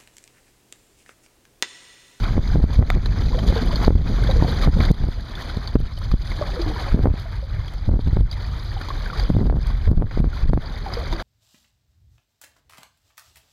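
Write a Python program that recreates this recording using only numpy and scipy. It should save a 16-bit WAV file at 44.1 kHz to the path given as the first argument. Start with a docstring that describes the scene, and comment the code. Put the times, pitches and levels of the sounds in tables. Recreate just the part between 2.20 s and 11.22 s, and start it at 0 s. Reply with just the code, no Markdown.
"""A kayak paddle pulling through choppy open water, heard from a camera just behind the paddler.
The blades drag air under, which gurgles and glugs; the shaft knocks once, wavelets slap the hull
and drops patter back on the sea, with no echo. Gusts rumble and thump on the exposed microphone,
and its gain control ducks the water under them; the housing cuts narrow notches in the treble."""
import sys
import numpy as np
from scipy import signal
from scipy.fft import rfft, irfft, next_fast_len
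from scipy.io import wavfile
from scipy.ndimage import map_coordinates

SR = 44100
rng = np.random.default_rng(int(sys.argv[2]) if len(sys.argv) > 2 else 0)


def waveform_to_disk(signal):
    """Save audio, clipped to [-1, 1], as 16-bit WAV at the path in sys.argv[1]."""
    frames = np.transpose(np.atleast_2d(signal))
    scaled = np.clip(frames, -1, 1) * 32767
    samples = np.round(scaled).astype(np.int16)
    wavfile.write(sys.argv[1], SR, samples)


N = 397998

# Levels are relative: each source applies its own gain on top.
# spectra at the microphone: f/Hz, level/dB
SIZZLE_SPECTRUM = [(5000, -33), (5800, 1), (6100, -4), (6370, -2.5), (6800, -6), (7300, -16), (8000, -47)]  # faint high band in the background
RUMBLE_SPECTRUM = [(8, -22), (20, -7.5), (35, 2.5), (70, -4.5), (100, -7), (140, -15.5), (200, -28.5),
                   (400, -46), (1000, -100)]  # slow swings of wind pressure
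EDDY_SPECTRUM = [(40, -2.5), (90, -28), (150, 5), (250, -7.5), (400, -11.5), (800, -23.5), (1600, -35.5),
                 (4000, -100), (9000, -83)]  # small separate eddies
CHURN_SPECTRUM = [(40, -17), (90, -17.5), (150, 2), (250, -0.5), (400, -23), (800, -50), (1600, -60)]  # smooth turbulence beneath them
CRACKLE_SPECTRUM = [(1000, -6), (4900, 3), (6500, -22), (9600, -1), (14500, -9.5)]  # an eddy's tip in the microphone port
SPLASH_SPECTRUM = [(100, -0.5), (250, -0.5), (500, -4), (900, -5), (1500, -6), (2200, -9), (3200, -18.5),
                   (6000, -31), (12000, -72)]  # body of breaking water
SPRAY_SPECTRUM = [(1200, -3.5), (2400, -13), (3300, 1.5), (4900, 1.5), (5150, -9), (6200, -10), (7200, -19),
                  (8400, -24.5), (9600, -20), (12000, -21.5), (13600, -28), (15200, -28)]  # fine spray
TICK_SPECTRUM = [(1500, -34), (4500, 4), (7000, -10), (9500, -5), (12000, -8), (15000, -16)]  # ticks and bursting foam
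GURGLE_SPECTRUM = [(150, -34), (300, -4.5), (500, -2), (800, -9.5), (1300, -18), (3000, -53)]  # bubbles behind a blade
# course of the background sizzle: t/s, level/dB
SIZZLE_LEVELS = [(0, -1), (2.6, 3), (2.72, -43)]
# breeze on the microphone between gusts: t/s, rumble/dB, eddies/dB
BREEZE_LEVELS = [(0, -18, -28.5), (.85, -17.5, -33), (1.4, -16.5, -25), (2.1, -15, -26), (2.68, -17.5, -29),
                 (2.76, -29, -39), (3.1, -28, -38.5), (3.75, -23.5, -45), (4.4, -24, -37),
                 (5.1, -25.5, -54.5), (6.3, -21, -45), (6.55, -26, -60), (6.9, -24.5, -42),
                 (7.45, -18.5, -42), (8.2, -21, -41), (8.55, -26.5, -42.5), (9.02, -23.5, -37)]
# gusts on the microphone: t/s, length/s, pressure/dB, eddies/dB relative to the pressure
WIND_GUSTS = [(.172, 0.024, 0.5, -16.5), (0.345, 0.046, -3, -12), (.435, 0.027, 1.5, -29),
              (0.595, 0.037, 2, -17), (0.757, 0.036, 1, -18), (1.018, 0.082, -10, -19),
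              (1.685, .15, 3, -20.5), (1.9, 0.018, -11, -11.5), (2.22, 0.033, -8.5, -10.5),
              (2.47, .03, -1.5, -8), (2.554, 0.04, -3.5, -16), (2.7, 0.012, -7, -12.5),
              (2.805, 0.086, -10, -18), (3.564, 0.072, -4, -32), (3.93, 0.022, 1.5, -26.5),
              (4.731, 0.08, -3, -16.5), (4.84, 0.075, 2.5, -21), (5.687, 0.089, 0, -17.5),
              (5.864, 0.035, -3.5, -18.5), (5.963, 0.036, -2.5, -24), (6.018, 0.041, 5.5, -27),
              (7.11, 0.21, -2, -14), (7.286, 0.093, 3, -18), (7.685, 0.052, 5.5, -15.5),
              (7.78, 0.078, 9, -23.5), (7.999, 0.078, 2, -19.5), (8.242, 0.019, 0.5, -25),
              (8.299, .085, 4, -20.5)]
# the hardest eddies to hit the microphone port: t/s, level/dB, half width/ms
PORT_BUFFETS = [(0.18, 0.5, 0.99), (0.358, 2, 0.99), (.402, -7, .73), (.441, 5.5, 2.8), (.593, 2.5, 4.1),
                (.626, -5, 0.24), (1.326, -7, 0.35), (1.68, 2, 0.55), (1.706, -1.5, 0.64), (1.755, 1, 1.9),
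                (2.225, 0.5, 0.69), (2.475, 1, 0.49), (2.603, 0.5, 1.9), (2.712, 5.5, 1.6),
                (2.84, -3.5, 2.8), (2.887, -4, 1.7), (3.373, -6.5, 2), (3.556, 7.5, 0.51), (3.603, 3.5, 14),
                (3.94, -7.5, 1.6), (4.745, -0.5, 1.4), (4.792, -9, .79), (4.857, 5, 0.37),
                (4.872, 0.5, .68), (4.94, -4, 1.3), (5.691, -8, 1.2), (5.741, -5, 1.1), (5.793, -5, 0.86),
                (5.875, -1, 3.8), (5.932, -1, 4.3), (5.97, -2.5, 0.65), (6.009, -2, 4.6),
                (7.102, -0.5, 0.93), (7.167, 2.5, 1.1), (7.195, -8, 1), (7.221, -6.5, .9),
                (7.299, -3, 0.18), (7.326, -7, 0.39), (7.389, -0.5, 3.6), (7.677, -6.5, 1.8),
                (7.715, 8, 4.8), (7.823, -2.5, 0.42), (7.975, -6, 0.75), (8.004, 4, 3.5),
                (8.043, -3.5, 0.48), (8.334, 3, 0.77), (8.376, -0.5, 0.55)]
# choppy sea all around the boat: t/s, splash/dB, spray/dB
SEA_LEVELS = [(0, -38.5, -42), (.25, -42, -45), (.9, -42, -46.5), (1.2, -43.5, -43), (1.45, -38.5, -38.5),
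              (1.9, -39, -41), (2.69, -35.5, -37.5), (2.74, -48.5, -50.5), (3.3, -41, -44.5),
              (3.75, -49, -48.5), (4.1, -43, -42.5), (4.7, -38.5, -42), (5.15, -47.5, -50),
              (5.6, -48, -50.5), (6.95, -40.5, -41.5), (7.55, -44.5, -47.5), (8.5, -43.5, -47.5),
              (8.75, -38, -42.5)]
# wavelets breaking and water thrown by a blade: t/s, splash/dB, spray/dB
NEAR_SPLASHES = [(.035, -37, -43), (.13, -44, -50), (.33, -59, -52), (0.529, -42, -41.5), (1.001, -38, -45),
                 (1.272, -40, -34.5), (1.411, -37, -38), (1.62, -35, -36), (1.98, -37, -44),
                 (2.418, -34, -34), (3.2, -48, -43.5), (3.27, -58, -49), (4.6, -43, -40), (4.981, -57, -49),
                 (6.115, -61, -47), (6.69, -54, -55), (6.958, -37.5, -45.5), (8.14, -49, -44.5),
                 (8.75, -56, -50), (8.92, -53.5, -53)]
# short bright ticks and one sharp dry click: t/s, level/dB
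BRIGHT_TICKS = [(2.605, -39), (2.634, -44), (2.715, -20), (3.208, -34.5), (3.252, -40), (3.37, -33),
                (3.788, -31.5), (5.537, -34), (7.47, -29)]
# slaps and drops beside the boat: t/s, level/dB, f/Hz, slap/dB relative to the level
WATER_DROPS = [(0.8583, -18, 4040, -8), (1.1883, -18.5, 3140, 0.5), (1.557, -13.5, 4280, -25),
               (2.0363, -17.5, 1520, -19), (2.111, -17, 3860, -2.5), (2.6035, -14.5, 1090, 4),
               (3.1526, -21.5, 3500, -28), (3.474, -17, 4470, -18), (3.7743, -27, 3060, -6),
               (3.9144, -18.5, 1170, -5), (4.1159, -21.5, 2120, 0.5), (4.4172, -20.5, 4760, -26),
               (5.48, -24, 3280, -19), (6.113, -16.5, 4770, -36), (6.127, -21.5, 3880, -28),
               (6.612, -18, 1390, -3), (6.685, -17.5, 990, -14), (6.9964, -17, 4700, -4),
               (7.91, -29, 810, 12.5), (8.7364, -14.5, 4930, -8), (8.8467, -35, 1310, 11),
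               (8.9255, -16, 960, -1), (8.9335, -24, 3560, -10)]
# a hard knock of the paddle: t/s, level/dB
PADDLE_KNOCKS = [(0.7025, -19.5)]
# modes of the paddle shaft: f/Hz, level/dB, t60/s
SHAFT_MODES = [(740, -0.5, 0.029), (1310, 9, 0.0057), (2040, 14.5, 0.0047), (3540, -3.5, 0.024),
               (9800, -16, .005)]
# the largest air pockets closing behind a blade or under the hull: t/s, level/dB, f/Hz
AIR_POCKETS = [(1.145, -22, 520), (1.182, -28, 682), (1.299, -23.5, 547), (1.361, -18.5, 462),
               (1.41, -21, 254), (1.63, -28, 868), (2.082, -28, 1440), (2.09, -20, 538), (2.097, -23, 784),
               (2.162, -23, 490), (2.223, -19, 916), (2.244, -21, 734), (2.28, -25, 486), (4.212, -18, 604),
               (4.223, -20, 1150), (4.36, -25.5, 1340), (4.366, -23, 501), (4.393, -21, 346),
               (4.462, -21.5, 312), (4.485, -28, 473), (4.562, -24, 990), (4.68, -26, 1100),
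               (5.055, -33, 674), (5.225, -33.5, 552), (6.565, -26.5, 793), (6.703, -19, 1120),
               (6.86, -21, 1590), (6.9, -20, 1420), (6.931, -24, 1180), (6.964, -35, 440),
               (7.028, -34, 488), (7.867, -19, 1710), (8.13, -27, 1450), (8.662, -22, 807),
               (8.769, -23, 485), (8.925, -26, 336)]
# pulls of a blade, ahead of the microphone: t/s, length/s, level/dB
PADDLE_STROKES = [(1.13, .5, -34.5), (2.07, 0.28, -37), (4.193, 0.76, -36), (6.57, 0.58, -48),
                  (8.642, 0.4, -39.5)]
# cancellations in the camera housing: f/Hz, width/Hz
HOUSING_NOTCHES = [(2730, 520), (5500, 520), (7880, 900), (10950, 650)]


def amp(db):
    """Decibels to gain."""
    return 10 ** (np.asarray(db) / 20)


def unit(x):
    """Scale to rms 1."""
    return x / np.sqrt(np.mean(x ** 2) + 1e-20)


def curves(rows):
    """One value per sample for each column after the time."""
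    times, *columns = np.transpose(rows)
    return [np.interp(np.arange(N) / SR, times, column) for column in columns]


def wobble(rate):
    """A smooth random curve, rate knots a second."""
    return map_coordinates(rng.standard_normal(4096), [np.arange(N) * rate / SR + 2], mode="wrap")


def filtered(x, response):
    """x through a complex frequency response."""
    size = next_fast_len(N + SR // 2)
    return irfft(rfft(x, size) * response(np.fft.rfftfreq(size, 1 / SR)), size)[:N]


def coloured(x, spectrum):
    """x shaped by (f/Hz, level/dB) points, at rms 1."""
    f, db = np.transpose(spectrum)
    return unit(filtered(x, lambda hz: amp(np.interp(np.log(hz + 1), np.log(f), db))))


def noise(spectrum):
    """Steady noise with this spectrum, at rms 1."""
    return coloured(rng.standard_normal(N), spectrum)


def add(track, start, sound):
    """Mix a sound into the track, start seconds in."""
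    i = int(np.clip(round(start * SR), 0, N - 1))
    track[i:i + len(sound)] += sound[:N - i]


def decay(t, t60):
    """Exponential fade by 60 dB in t60."""
    return np.exp(-np.log(1000) * t / t60)


def onset(t, attack_s):
    """Exponential rise from 0 towards 1."""
    return 1 - np.exp(-t / attack_s)


def swell(start, length, attack_s, release_s):
    """An envelope that rises just before start, holds for length and dies away."""
    t = np.arange(N) / SR - start
    rise = np.clip(t / attack_s + 1, 0, 1)
    return rise ** 2 * np.exp(-np.clip((t - length) / release_s, 0, 20))


def impulses(count, range_db):
    """Pushes and pulls at random moments, of random size."""
    when, size, side = rng.random((count, 3)).T
    return np.bincount((when * N).astype(int), np.sign(side - .5) * amp(range_db * size), N)


def bubble(t, hz, t60, glide, attack_s):
    """A ringing air pocket whose pitch glides, by a fraction of hz, as it moves under the surface."""
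    pitch = hz * (1 + glide * np.minimum(t / t60, 1))
    phase = 2 * np.pi * np.cumsum(pitch, axis=-1) / SR
    return np.sin(phase) * decay(t, t60) * onset(t, attack_s)


def bubbles(count, lo_hz, hi_hz, cycles, spread_db, glide, attack_cycles=1.3):
    """A swarm of bubbles of random size, each ringing for roughly cycles periods, at rms 1."""
    when, smallness, force, life = rng.random((count, 4)).T[:, :, None]
    hz = lo_hz * (hi_hz / lo_hz) ** smallness
    t60 = cycles * (.5 + life) / hz
    t = np.arange(min(int(SR * cycles / lo_hz), 3000000 // count)) / SR
    gain = amp(-spread_db * np.log(1 - .98 * force)) * hz / lo_hz  # about equal power per Hz
    rings = gain * bubble(t, hz, t60, glide, attack_cycles / hz)
    index = (when * N).astype(int) + np.arange(len(t))
    return unit(np.bincount(index.ravel(), rings.ravel(), N)[:N])


def froth(swarm, spectrum, hiss_db):
    """Single bubbles on the even hiss of countless smaller ones."""
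    return coloured(swarm + amp(hiss_db) * rng.standard_normal(N), spectrum)


def sizzle(level_db=-60, waver_db=-1.5):
    """A thin, wavering sizzle far in the background, gone within three seconds."""
    return noise(SIZZLE_SPECTRUM) * amp(curves(SIZZLE_LEVELS)[0] + level_db + waver_db * wobble(12.8))


def gusts():
    """Pressure of the gusts on the microphone, and the strength of the eddies that they shed."""
    pressure, eddies = np.zeros((2, N))
    for start, length, db, eddy_db in WIND_GUSTS:
        push = amp(db) * swell(start, length, attack_s=.019, release_s=.0076)
        pressure += push
        eddies += amp(eddy_db) * push
    return pressure, eddies


def buffets(level_db=.5, wake=.2, scatter_s=.00451, round_hz=1900, leak_hz=35,
            crackle_db=-51, crackle_s=.0024):
    """An eddy right on the port is a cusp of suction amid smaller whirls; its tip crackles."""
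    cusps, tips = np.zeros((2, N))
    t = np.arange(-(SR // 20), SR // 20) / SR
    for centre, db, half_width_ms in PORT_BUFFETS:
        half_width = half_width_ms / 1000
        shift, size = rng.standard_normal((2, 4, 1))
        whirls = wake * size * np.exp(-abs(t - scatter_s * shift) / half_width)
        suction = np.exp(-abs(t) / half_width)
        add(cusps, centre + t[0], amp(db + level_db) * (whirls.sum(0) - suction))
        add(tips, centre + t[0], amp(db + crackle_db) * np.exp(-abs(t) / crackle_s))
    # the port rounds the tip, and steady pressure leaks away
    thumps = filtered(cusps, lambda hz: 1j * hz / (leak_hz + 1j * hz) / (1 + (hz / round_hz) ** 2))
    return thumps + tips * noise(CRACKLE_SPECTRUM)


def wind(rumble_db=-1, gust_rumble_db=-9, eddy_db=-2, churn_db=-4, buffet_gain=1.44):
    """Slow pressure swings and small eddies tumble over the microphone; gusts drive them harder."""
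    breeze_rumble_db, breeze_eddy_db = curves(BREEZE_LEVELS)
    pressure, gust_eddies = gusts()
    rumble = unit(noise(RUMBLE_SPECTRUM) * amp(1.47 * wobble(13)))
    cusps = coloured(impulses(count=1100, range_db=10), EDDY_SPECTRUM)
    churn = coloured(rng.standard_normal(N) * amp(2 * wobble(83)), CHURN_SPECTRUM)
    eddies = unit(cusps + amp(churn_db) * churn)
    rumble_gain = np.hypot(amp(breeze_rumble_db + rumble_db), amp(gust_rumble_db) * pressure)
    breeze_flutter = amp(breeze_eddy_db - 1.1 * wobble(16))
    gust_flutter = gust_eddies * amp(2 * wobble(70))
    eddy_gain = amp(eddy_db) * np.hypot(breeze_flutter, gust_flutter)
    thumps = np.hypot(1, buffet_gain * pressure) * buffets()
    return pressure + rumble_gain * rumble + eddy_gain * eddies + thumps


def chop(splash_db=2, spray_db=-.5, droplet_db=-8, fizz_db=-28):
    """Wavelets and thrown water around the boat: spurts of bubbles and spray, droplets, bursting foam."""
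    gains = amp(curves(SEA_LEVELS)) * amp(.95 * wobble(14))
    for start, *db in NEAR_SPLASHES:
        envelope = swell(start, length=.03, attack_s=.022, release_s=.012)
        gains = np.hypot(gains, amp(db)[:, None] * envelope)
    splash_gain, spray_gain = gains
    spurts_db = 1.6 * wobble(55)  # shared by splash and spray
    large = bubbles(count=3000, lo_hz=491.5, hi_hz=3445, cycles=22, spread_db=2.5, glide=.34)
    small = bubbles(count=9000, lo_hz=2173, hi_hz=15700, cycles=24, spread_db=1.5, glide=.073)
    splash = unit(froth(large, SPLASH_SPECTRUM, hiss_db=9) * amp(spurts_db + 1.5 * wobble(30)))
    spray = unit(froth(small, SPRAY_SPECTRUM, hiss_db=2.5) * amp(spurts_db + 1.5 * wobble(120)))
    droplets = bubbles(count=260, lo_hz=1297, hi_hz=5090, cycles=45, spread_db=2, glide=.049)
    foam = bubbles(count=300, lo_hz=6000, hi_hz=14200, cycles=12, spread_db=4.5, glide=.02)
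    fizz = coloured(foam, TICK_SPECTRUM)
    fine_water = amp(spray_db) * spray + amp(droplet_db) * droplets + amp(fizz_db) * fizz
    return splash_gain * amp(splash_db) * splash + spray_gain * fine_water


def ticks(level_db=-6, t60=.011):
    """Short bright ticks, and one sharp dry click where the sound abruptly drops."""
    envelope, t = np.zeros(N), np.arange(SR // 20) / SR
    for start, db in BRIGHT_TICKS:
        add(envelope, start, amp(db + level_db) * decay(t, t60))
    return envelope * noise(TICK_SPECTRUM)


def drops(ring_db=-1, slap_db=-5, spatter_db=-12, ring_t60=.019, slap_t60=.037, attack_s=.00087):
    """Water lands close by with a slap and a spatter, and traps one small bubble."""
    rings, slaps, spatter = np.zeros((3, N))
    t = np.arange(SR // 10) / SR
    burst = decay(t, slap_t60) * onset(t, attack_s)
    for start, db, hz, body_db in WATER_DROPS:
        add(rings, start, amp(db + ring_db) * bubble(t, hz, ring_t60, glide=.018, attack_s=attack_s))
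        add(slaps, start, amp(db + body_db + slap_db) * burst)
        add(spatter, start, amp(db + spatter_db) * burst)
    return rings + slaps * noise(SPLASH_SPECTRUM) + spatter * noise(SPRAY_SPECTRUM)


def shaft_knock(ring_db=1, crack_db=-7, crack_t60=.0089, attack_s=.000065):
    """The paddle shaft, damped by the hands, gives a dry click at close range."""
    track, t = np.zeros(N), np.arange(SR // 10) / SR
    ring = sum(amp(db) * np.sin(2 * np.pi * hz * t) * decay(t, t60) for hz, db, t60 in SHAFT_MODES)
    for start, db in PADDLE_KNOCKS:
        crack = amp(crack_db) * rng.standard_normal(len(t)) * decay(t, crack_t60)
        add(track, start, amp(db) * (amp(ring_db) * ring + crack) * onset(t, attack_s))
    return track


def glugs(level_db=1, attack_s=.0012, slosh_db=-11, slosh_t60=.04,
          shed_db=-15, shed_within_s=.028, shed_octaves=.585):
    """Big air pockets close with a slosh, shed smaller ones and sink in pitch as they are pulled under."""
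    rings, slosh = np.zeros((2, N))
    t = np.arange(SR // 4) / SR

    def pocket(hz):
        t60 = .12 * (500 / hz) ** 1.35  # higher pockets die sooner
        return bubble(t, hz, t60, glide=-.15, attack_s=attack_s)

    for start, db, hz in AIR_POCKETS:
        add(rings, start, amp(db + level_db) * pocket(hz))
        add(slosh, start, amp(db + slosh_db) * decay(t, slosh_t60) * onset(t, attack_s))
        for lateness, smallness in rng.random((2, 2)):
            shed_hz = hz * 2 ** (shed_octaves * smallness)
            add(rings, start + shed_within_s * lateness, amp(db + shed_db) * pocket(shed_hz))
    roughness = 1 + .25 * wobble(220)
    return rings * roughness + slosh * noise(SPLASH_SPECTRUM)


def paddle(level_db=-1, sag_db_per_s=12, flicker_db=3):
    """A blade just ahead drags air down, which breaks into large bubbles, most early in the pull."""
    effort, t = np.zeros(N), np.arange(N) / SR
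    for start, length, db in PADDLE_STROKES:
        pull = swell(start, length, attack_s=.072, release_s=.033)
        sag_db = sag_db_per_s * np.maximum(t - start, 0)
        effort += pull * amp(db + level_db - sag_db)
    swarm = bubbles(count=1000, lo_hz=300, hi_hz=1400, cycles=26, spread_db=2, glide=.08)
    gurgle = froth(swarm, GURGLE_SPECTRUM, hiss_db=-8)
    return effort * unit(gurgle * amp(flicker_db * wobble(25)))


def scene():
    """All that reaches one microphone behind the paddler; open water gives no echo."""
    water = chop() + paddle() + glugs() + drops()
    return (water + ticks() + wind() + shaft_knock() + sizzle())[None]


def housing(hz, depth=.96):
    """Narrow notches where two paths to the microphone cancel."""
    notches = [1 - depth * 1j * hz * width / (centre ** 2 - hz ** 2 + 1j * hz * width)
               for centre, width in HOUSING_NOTCHES]
    return np.prod(notches, axis=0)


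def gain_control(x, threshold_db=-5, release_db_per_s=190, attack_s=.0021):
    """A gust or a loud thump pulls the gain down at once, and the water with it; then it recovers."""
    level_db = 20 * np.log10(abs(x) + 1e-6)
    ramp_db = release_db_per_s * np.arange(N) / SR
    held_db = np.maximum.accumulate(level_db + ramp_db) - ramp_db  # each peak falls at the release rate
    pole = np.exp(-1 / (attack_s * SR))
    cut_db = signal.lfilter([1 - pole], [1, -pole], np.maximum(held_db - threshold_db, 0))
    return x * amp(-cut_db)


def record(dry, low_cut_hz=14.6, top_hz=15400):
    """The camera's microphone chain: housing colour, gain control, low cut, overload and band limit."""
    x = gain_control(filtered(dry[0], housing))
    x = filtered(x, lambda hz: 1 - 1 / (1 + (hz / low_cut_hz) ** 4))  # blocks a gust's steady pressure
    x = x / (1 + x ** 6) ** (1 / 6)  # soft overload
    return filtered(x, lambda hz: hz < top_hz)[None]


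dry = scene()
out = record(dry)
waveform_to_disk(out)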